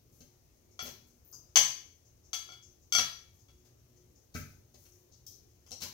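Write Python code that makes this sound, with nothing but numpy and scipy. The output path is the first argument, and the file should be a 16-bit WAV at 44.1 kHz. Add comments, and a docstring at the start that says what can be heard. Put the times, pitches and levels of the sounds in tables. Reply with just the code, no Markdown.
"""A low rumble with a wavering hum runs throughout, under a faint tick and meat being turned in a glass bowl.
The rumble is random spectra and the hum is sines; the tick and wet contacts are band-shaped puffs of noise.
Weight thuds on the board under the bowl as decaying low modes. Steel tongs clack in noise and short modes,
and their blows ring the glass in paired rim modes. Near echoes and a dying tail make the kitchen.
Two microphone ports, the right one reached later, colour the sound and add hiss."""
import sys
import numpy as np
from scipy import signal
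from scipy.io import wavfile
from scipy.ndimage import uniform_filter1d

SR = 44100
rng = np.random.default_rng(int(sys.argv[2]) if len(sys.argv) > 2 else 0)


def inscribe(sig):
    """Save sig as 16-bit PCM at rate SR to the path in sys.argv[1].

    A 1-D sig is mono; a 2-D sig holds one channel per row.
    Samples are clipped to [-1, 1] before scaling.
    """
    pcm = np.round(np.clip(np.atleast_2d(sig).T, -1, 1) * 32767)
    wavfile.write(sys.argv[1], SR, pcm.astype(np.int16))


N = 261544
RIGHT_LAG = 8  # samples by which sound reaches the right port later


def gain_of(db):
    """Level definition: amplitude is ten to the power of dB / 20."""
    return 10 ** (np.asarray(db) / 20)


def evened(x):
    """Normalisation to unit root-mean-square."""
    return x / np.sqrt(np.mean(x ** 2) + 1e-20)


def read(points, hz, axis=1):
    """Interpolation along logarithmic frequency."""
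    table = np.transpose(points)
    return np.interp(np.log(hz + 1), np.log(table[0] + 1), table[axis])


def lay(events):
    """Superposition: sounds, each with its start in s, add on one time line."""
    mix = np.zeros(N)
    for s, sound in events:
        part = mix[round(s * SR):][:len(sound)]
        part += sound[:len(part)]
    return mix


def colour(db):
    """Minimum phase: the causal filter whose phase follows from its gain, given in dB on 2049 bins."""
    both_sides = np.r_[db, db[-2:0:-1]]
    log_gain = np.log(gain_of(np.maximum(both_sides, -100)))
    spectrum = np.exp(np.conj(signal.hilbert(log_gain)))
    return np.fft.ifft(spectrum).real[:2048]


def ring(t, hz, db, t60):
    """Damped resonance: a sine falling 60 dB in t60 seconds."""
    return gain_of(db - 60 * t / t60) * np.sin(2 * np.pi * hz * t)


def knock(db, centre_hz, octaves, ms):
    """Contact noise: a gritty puff peaking after ms, in a band 6 dB down at `octaves` from its centre."""
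    u = np.arange(9000) / SR / (max(ms, .2) / 1000)
    hz = np.fft.rfftfreq(4096, 1 / SR)
    grit = rng.standard_normal(9000) * gain_of(2.3 * (rng.exponential(1, 9000) - 2.5))
    distance = np.log2((hz + 30) / centre_hz) / max(octaves, .02)
    shape = colour(np.maximum(-6 * abs(distance) ** 2, -45))
    puff = grit * u * np.exp(1 - u)
    return gain_of(db) * signal.oaconvolve(puff, shape / np.linalg.norm(shape))


# likeness of left and right in a diffuse field: f/Hz, correlation
LIKENESS = [(60, 1), (180, 0.85), (350, 0.24), (700, 0.33), (1650, 0.017), (15000, 0.05)]
# appliance hum: f/Hz, level/dB before it wavers
HUM = [(120, -70.5), (240, -80), (360, -75)]
# spectrum of the room rumble before the ports: f/Hz, relative level/dB per Hz
RUMBLE = [(12, -45.5), (30, -12), (45, -6), (62, 0), (104, -2.5), (187, -18.5), (400, -16.5), (897, -27),
          (3950, -34), (6300, -32), (16000, -27.5)]
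RUMBLE_DB = -58  # before the ports
PATCH_DB, WAVER_DB = 1.6, 4.8  # rms swing of the rumble's patches and of the hum


def rumble():
    """Partly coherent noise: random short-time spectra with drifting patches, plus wavering hum tones."""
    frames, hz, t = N // 512 + 5, np.fft.rfftfreq(2048, 1 / SR), np.arange(N) / SR
    a, b, c, d, patches = rng.standard_normal((frames, 1025, 5)).T
    patches = evened(uniform_filter1d(uniform_filter1d(patches, 12, 0), 8, 1))
    same = np.clip(read(LIKENESS, hz), -1, 1)[:, None]
    left = a + 1j * b
    right = same * left + np.sqrt(1 - same ** 2) * (c + 1j * d)
    z = np.array([left, right]) * gain_of(read(RUMBLE, hz)[:, None] + PATCH_DB * patches)
    noise = signal.istft(z, nperseg=2048, noverlap=1536)[1][:, :N]
    drift = rng.standard_normal((len(HUM), N))
    waver = evened(uniform_filter1d(uniform_filter1d(drift, 5000), 5000))
    hum = sum(gain_of(db + WAVER_DB * w) * np.sin(2 * np.pi * f * t) for (f, db), w in zip(HUM, waver))
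    return gain_of(RUMBLE_DB) * evened(noise) + hum


# decay of the kitchen: f/Hz, t60/s
DECAY = [(125, 0.52), (500, 0.38), (2000, 0.47), (6000, 0.45), (9000, .34), (12000, 0.47), (16000, 0.38)]
# near echoes: t/ms, left level/dB, right level/dB
ECHOES = [(2.578, -8, -13), (6.512, -10.5, -4), (10.925, -5.5, 0.5), (14.96, -8, -11.5), (22.93, -9, -18)]


def kitchen(x):
    """Reverberation: direct sound, a few near echoes, and a tail of sparse impulses dying band by band."""
    impulses = np.zeros((2, SR))
    at = np.arange(200, SR - 20, 20) + rng.integers(0, 20, (2, (SR - 201) // 20))
    np.put_along_axis(impulses, at, rng.choice([-1., 1.], at.shape), 1)
    hz, t, z = signal.stft(impulses, SR, nperseg=256)
    same = np.clip(read(LIKENESS, hz), 0, 1)[:, None]  # bass echoes are alike at both ports
    z[1] = same * z[0] + np.sqrt(1 - same ** 2) * z[1]
    dying = z * gain_of(-60 * t / read(DECAY, hz)[:, None])
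    response = signal.istft(dying, SR, nperseg=256)[1]
    response *= gain_of([[4], [6]]) / np.linalg.norm(response[0])
    response[0, 0] += 1  # direct sound
    response[1, RIGHT_LAG] += 1
    for ms, *db in ECHOES:
        response[:, round(ms / 1000 * SR)] += gain_of(db)
    return signal.fftconvolve(x[None], response, axes=1)[:, :N]


TICK_START_S, TICK_PERIOD_S = .134, .1913
TICK_DB, TICK_SPREAD_DB = -69.5, 5.5  # mean and random spread


def ticks():
    """Periodicity: a faint far tick at a steady interval, each a narrow puff of uneven level."""
    beats = TICK_START_S + TICK_PERIOD_S * np.arange(30)
    return lay((s, knock(TICK_DB + TICK_SPREAD_DB * rng.standard_normal(), 6300, .3, 9)) for s in beats)


# meat peeling off glass: t/s, level/dB, contact/ms
PEELS = [(0.107, -59.5, 39), (0.831, -41.5, 4.9), (1.068, -56, 4.4), (1.33, -50.5, 8.7), (3.328, -63, 19.5),
         (4.36, -45.5, 16), (4.479, -60, 17), (4.761, -57.5, 47), (4.9, -64, 49), (5.28, -52, 11)]


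def peels():
    """Adhesion giving way: a soft treble hiss lasts as long as the peeling contact."""
    return lay((s, knock(db, 14000, 1, ms)) for s, db, ms in PEELS)


# tiny wet snaps as meat lets go: t/s, level/dB
SNAPS = [(.826, -27), (.854, -47.5), (1.249, -40.5), (1.277, -43.5), (1.315, -39), (5.2656, -30.5)]


def snaps():
    """Sudden release: a sub-millisecond rise in a narrow treble band."""
    return lay((s, knock(db, 14200, .3, .6)) for s, db in SNAPS)


# slaps of meat on meat and glass: t/s, level/dB, centre f/Hz, contact/ms
SLAPS = [(.205, -48, 4750, 2.4), (.849, -40.5, 2330, 10.8), (3.647, -59, 5040, 6.3),
         (4.34, -40.5, 5020, 8.4), (4.392, -46.5, 9400, 4.3), (4.741, -51, 9000, 3.1),
         (4.852, -52, 7000, 3.3), (5.663, -49.5, 6380, 2.1), (5.708, -33, 4000, 0.53),
         (5.728, -42.5, 5580, 1.1), (5.802, -38.5, 6000, 13), (5.819, -29.5, 3930, 3.5)]


def slaps():
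    """Soft impact: yielding meat spreads its noise over a broad band."""
    return lay((s, knock(db, hz, 3.36, ms)) for s, db, hz, ms in SLAPS)


# narrow-band knocks, some sounding together: t/s, level/dB, centre f/Hz, width/octaves, contact/ms
NARROW_KNOCKS = [(1.323, -52, 5000, .05, 8), (1.324, -56.5, 1150, .3, 3.1), (1.326, -48, 6500, .2, 6),
                 (4.349, -36.5, 1500, .21, 2.9), (4.353, -37, 2300, .22, 2.2),
                 (5.113, -61.5, 5500, .53, 12.5), (5.264, -43.5, 5680, .6, 3), (5.3, -60, 5990, .6, 19),
                 (5.71, -48.5, 613, .45, 4.3), (5.717, -27.5, 4730, .75, .4), (5.822, -44, 2400, .2, 4),
                 (5.841, -48, 1010, .17, 6.1)]


def narrow_knocks():
    """Band-limited noise: narrow-band knocks, some sounding together as one dull contact."""
    return lay((s, knock(*how)) for s, *how in NARROW_KNOCKS)


# modes of the board under the bowl: f/Hz, level/dB, t60/s
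BOARD = [(95.07, -4.5, 0.11), (149, -1.5, 0.046), (218, -8, 0.066), (393, -6.5, 0.077), (583, -1, .05)]
# weight landing on the board: t/s, level/dB, favoured f/Hz
THUDS = [(0.206, -53.5, 150), (.826, -45.5, 300), (.854, -46.5, 300), (1.557, -50, 230), (1.571, -44, 210),
         (2.9495, -46.5, 260), (2.9851, -42, 250), (4.35, -35.5, 130), (4.391, -44.5, 101),
         (4.742, -57.5, 400), (5.114, -62, 99.8), (5.713, -52.5, 199), (5.82, -48.5, 119)]
THUD_FOCUS_DB = 5.5  # fall per octave away from the favoured pitch


def thuds():
    """Modal excitation: landing weight drives most strongly the board modes near its favoured pitch."""
    t = np.arange(9000) / SR
    onset = np.minimum(t / 0.0011, 1)
    events = []
    for s, db, pitch_hz in THUDS:
        modes = sum(ring(t, hz, d - THUD_FOCUS_DB * abs(np.log2(hz / pitch_hz)), t60)
                    for hz, d, t60 in BOARD)
        events.append((s, gain_of(db) * onset * modes))
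    return lay(events)


# modes of the tongs: f/Hz, level/dB, t60/s
TONGS = [(840, -10, .03), (1080, -3, .022), (2230, -7, .04), (3030, -14, .04), (3130, -9, .07),
         (3250, -8, .07), (3500, -12, .04), (4490, -16, .06), (4700, -14, .08), (5700, -11, .04),
         (6200, -3, .075), (6320, -12, .05), (6467, -13, .06), (7442, -10, .09), (7780, -13, .12),
         (8590, -21, .07), (9730, -18, .06), (11200, -18, .05)]


def clack(t, db, chatter, tongs_db):
    """Impact and resonance: decaying chatter noise with a first snap, and the ringing steel."""
    crack = gain_of(db - 60 * t / max(chatter, .005)) * np.minimum(t / 0.0015, 1)
    crack *= rng.standard_normal(len(t))
    crack[:40] += gain_of(db + 9) * ring(t[:40], 4500, 0, 0.0008)  # first touch snaps
    return crack + gain_of(tongs_db) * sum(ring(t, *mode) for mode in TONGS)


# pairs of rim modes: f/Hz, partner f/Hz, waves around the rim
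BOWL = [(743, 630, 4), (1340, 1394, 4), (2275, 2242, 2), (3359, 3302, 3), (4655, 4495, 7), (4770, 4436, 7),
        (5857, 5921, 1), (6640, 6126, 6), (7765, 7444, 4), (9170, 9243, 5), (11370, 11500, 5)]
# how each pair rings: level/dB, t60/s
BOWL_RING = [(-4.5, 0.13), (2.5, .24), (-3, .27), (2.5, 0.3), (-6, .3), (-16.5, .2), (-6.5, 0.28),
             (-10.5, .14), (-10, 0.19), (-20, .13), (-22, .13)]


def bowl_ring(t, place):
    """Split degenerate modes: the two of a pair share the blow by where on the rim it lands."""
    return sum(np.cos(m * place) * ring(t, a, *how) + np.sin(m * place) * ring(t, b, *how)
               for (a, b, m), how in zip(BOWL, BOWL_RING))


def hardness_filter(tilt_db):
    """Contact stiffness: a harder blow tilts the spectrum upward, in dB per octave."""
    hz = np.fft.rfftfreq(4096, 1 / SR)
    tilt = tilt_db * np.log2((hz + 100) / 4000)
    tilt -= 12 * np.log2(1 + (650 / (hz + 30)) ** 2)  # bass roll-off
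    tilt -= 4 * np.log2(1 + (hz / 11000) ** 2)  # treble roll-off
    return colour(np.clip(tilt, -60, 20))


# steel on glass, levels before the hardness filter: t/s, crack level/dB, hardness tilt/(dB per octave),
# chatter t60/s, bowl level/dB, place on the rim/rad, tongs level/dB
CLINKS = [(.792, -35.5, -2.5, .12, -39.5, 0.15, -79), (1.558, -6.5, -0.54, .04, -33, 0.15, -15),
          (1.572, -18.5, 0, .05, -38, 0.37, -16), (2.3319, -25.5, 0.7, .06, -36.5, 0.063, -33.5),
          (2.49, -55, -4, .05, -52.5, 0.2, -55.5), (2.521, -44, -1.5, .05, -53.5, 0.1, -60.5),
          (2.924, -24.5, 3.5, 0.054, -27, 0.35, -33), (2.9503, -21.5, 1, .06, -23, 0.2, -37.5),
          (2.9844, -11, -2.04, 0.023, -31.5, 0.098, -45.5), (3.485, -57, -2.5, .08, -68, 0.06, -79)]


def clinks():
    """Coupled impact: one blow sounds both bodies; returns the steel and the glass separately."""
    t = np.arange(16000) / SR
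    steel, glass = [], []
    for s, db, tilt_db, chatter, bowl_db, place, tongs_db in CLINKS:
        hardness = hardness_filter(tilt_db)
        steel.append((s, signal.oaconvolve(clack(t, db, chatter, tongs_db), hardness)))
        glass.append((s, signal.oaconvolve(gain_of(bowl_db) * bowl_ring(t, place), hardness)))
    return lay(steel), lay(glass)


GLASS_LEFT_DB, GLASS_RIGHT_DB, GLASS_ROOM_DB = 3, 2, -8  # the bowl's ring at each port, and into the room


def scene():
    """Superposition of the direct glass and board, all sources through the kitchen, and the rumble."""
    steel, glass = clinks()
    board = thuds()
    near = steel + ticks() + peels() + snaps() + slaps() + narrow_knocks()
    direct = np.array([gain_of(GLASS_LEFT_DB) * glass, gain_of(GLASS_RIGHT_DB) * np.roll(glass, RIGHT_LAG)])
    into_room = near + gain_of(GLASS_ROOM_DB) * glass + 1.9 * board
    # long bass waves reach both ports alike, so the board is added equally
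    return kitchen(into_room) + direct + board + rumble()


# colour of each port, the left cavity peaks near 6 and 13 kHz: f/Hz, left level/dB, right level/dB
PORTS = [(25.8, -15, -9.5), (56, -6.5, -7.5), (295, -2, -3.5), (1525, -7.5, -13), (3350, -4.5, -9.5),
         (5050, 0, -10), (6440, 6, -18), (6930, -1.5, -14.5), (8420, -16.5, -11.5), (10160, -11.5, -17),
         (12600, -6.5, -16), (15700, -5, -28)]
# each microphone's own noise before the band limit: level/dB, left row then right row
HISS_DB = [
    [-82.5],
    [-77],
]
EDGE_HZ = 15900


def record(dry):
    """Linear filtering: each port colours the sound and adds its hiss; then the band limit."""
    hz = np.fft.rfftfreq(4096, 1 / SR)
    ports = np.array([colour(read(PORTS, hz, axis=k)) for k in (1, 2)])
    heard = signal.oaconvolve(dry, ports, axes=1)[:, :N]
    heard = heard + gain_of(HISS_DB) * rng.standard_normal((2, N))
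    band_limit = signal.firwin(255, EDGE_HZ, window=("kaiser", 9), fs=SR)
    return signal.oaconvolve(heard, band_limit[None], "same", axes=1)


dry = scene()
out = record(dry)
inscribe(out)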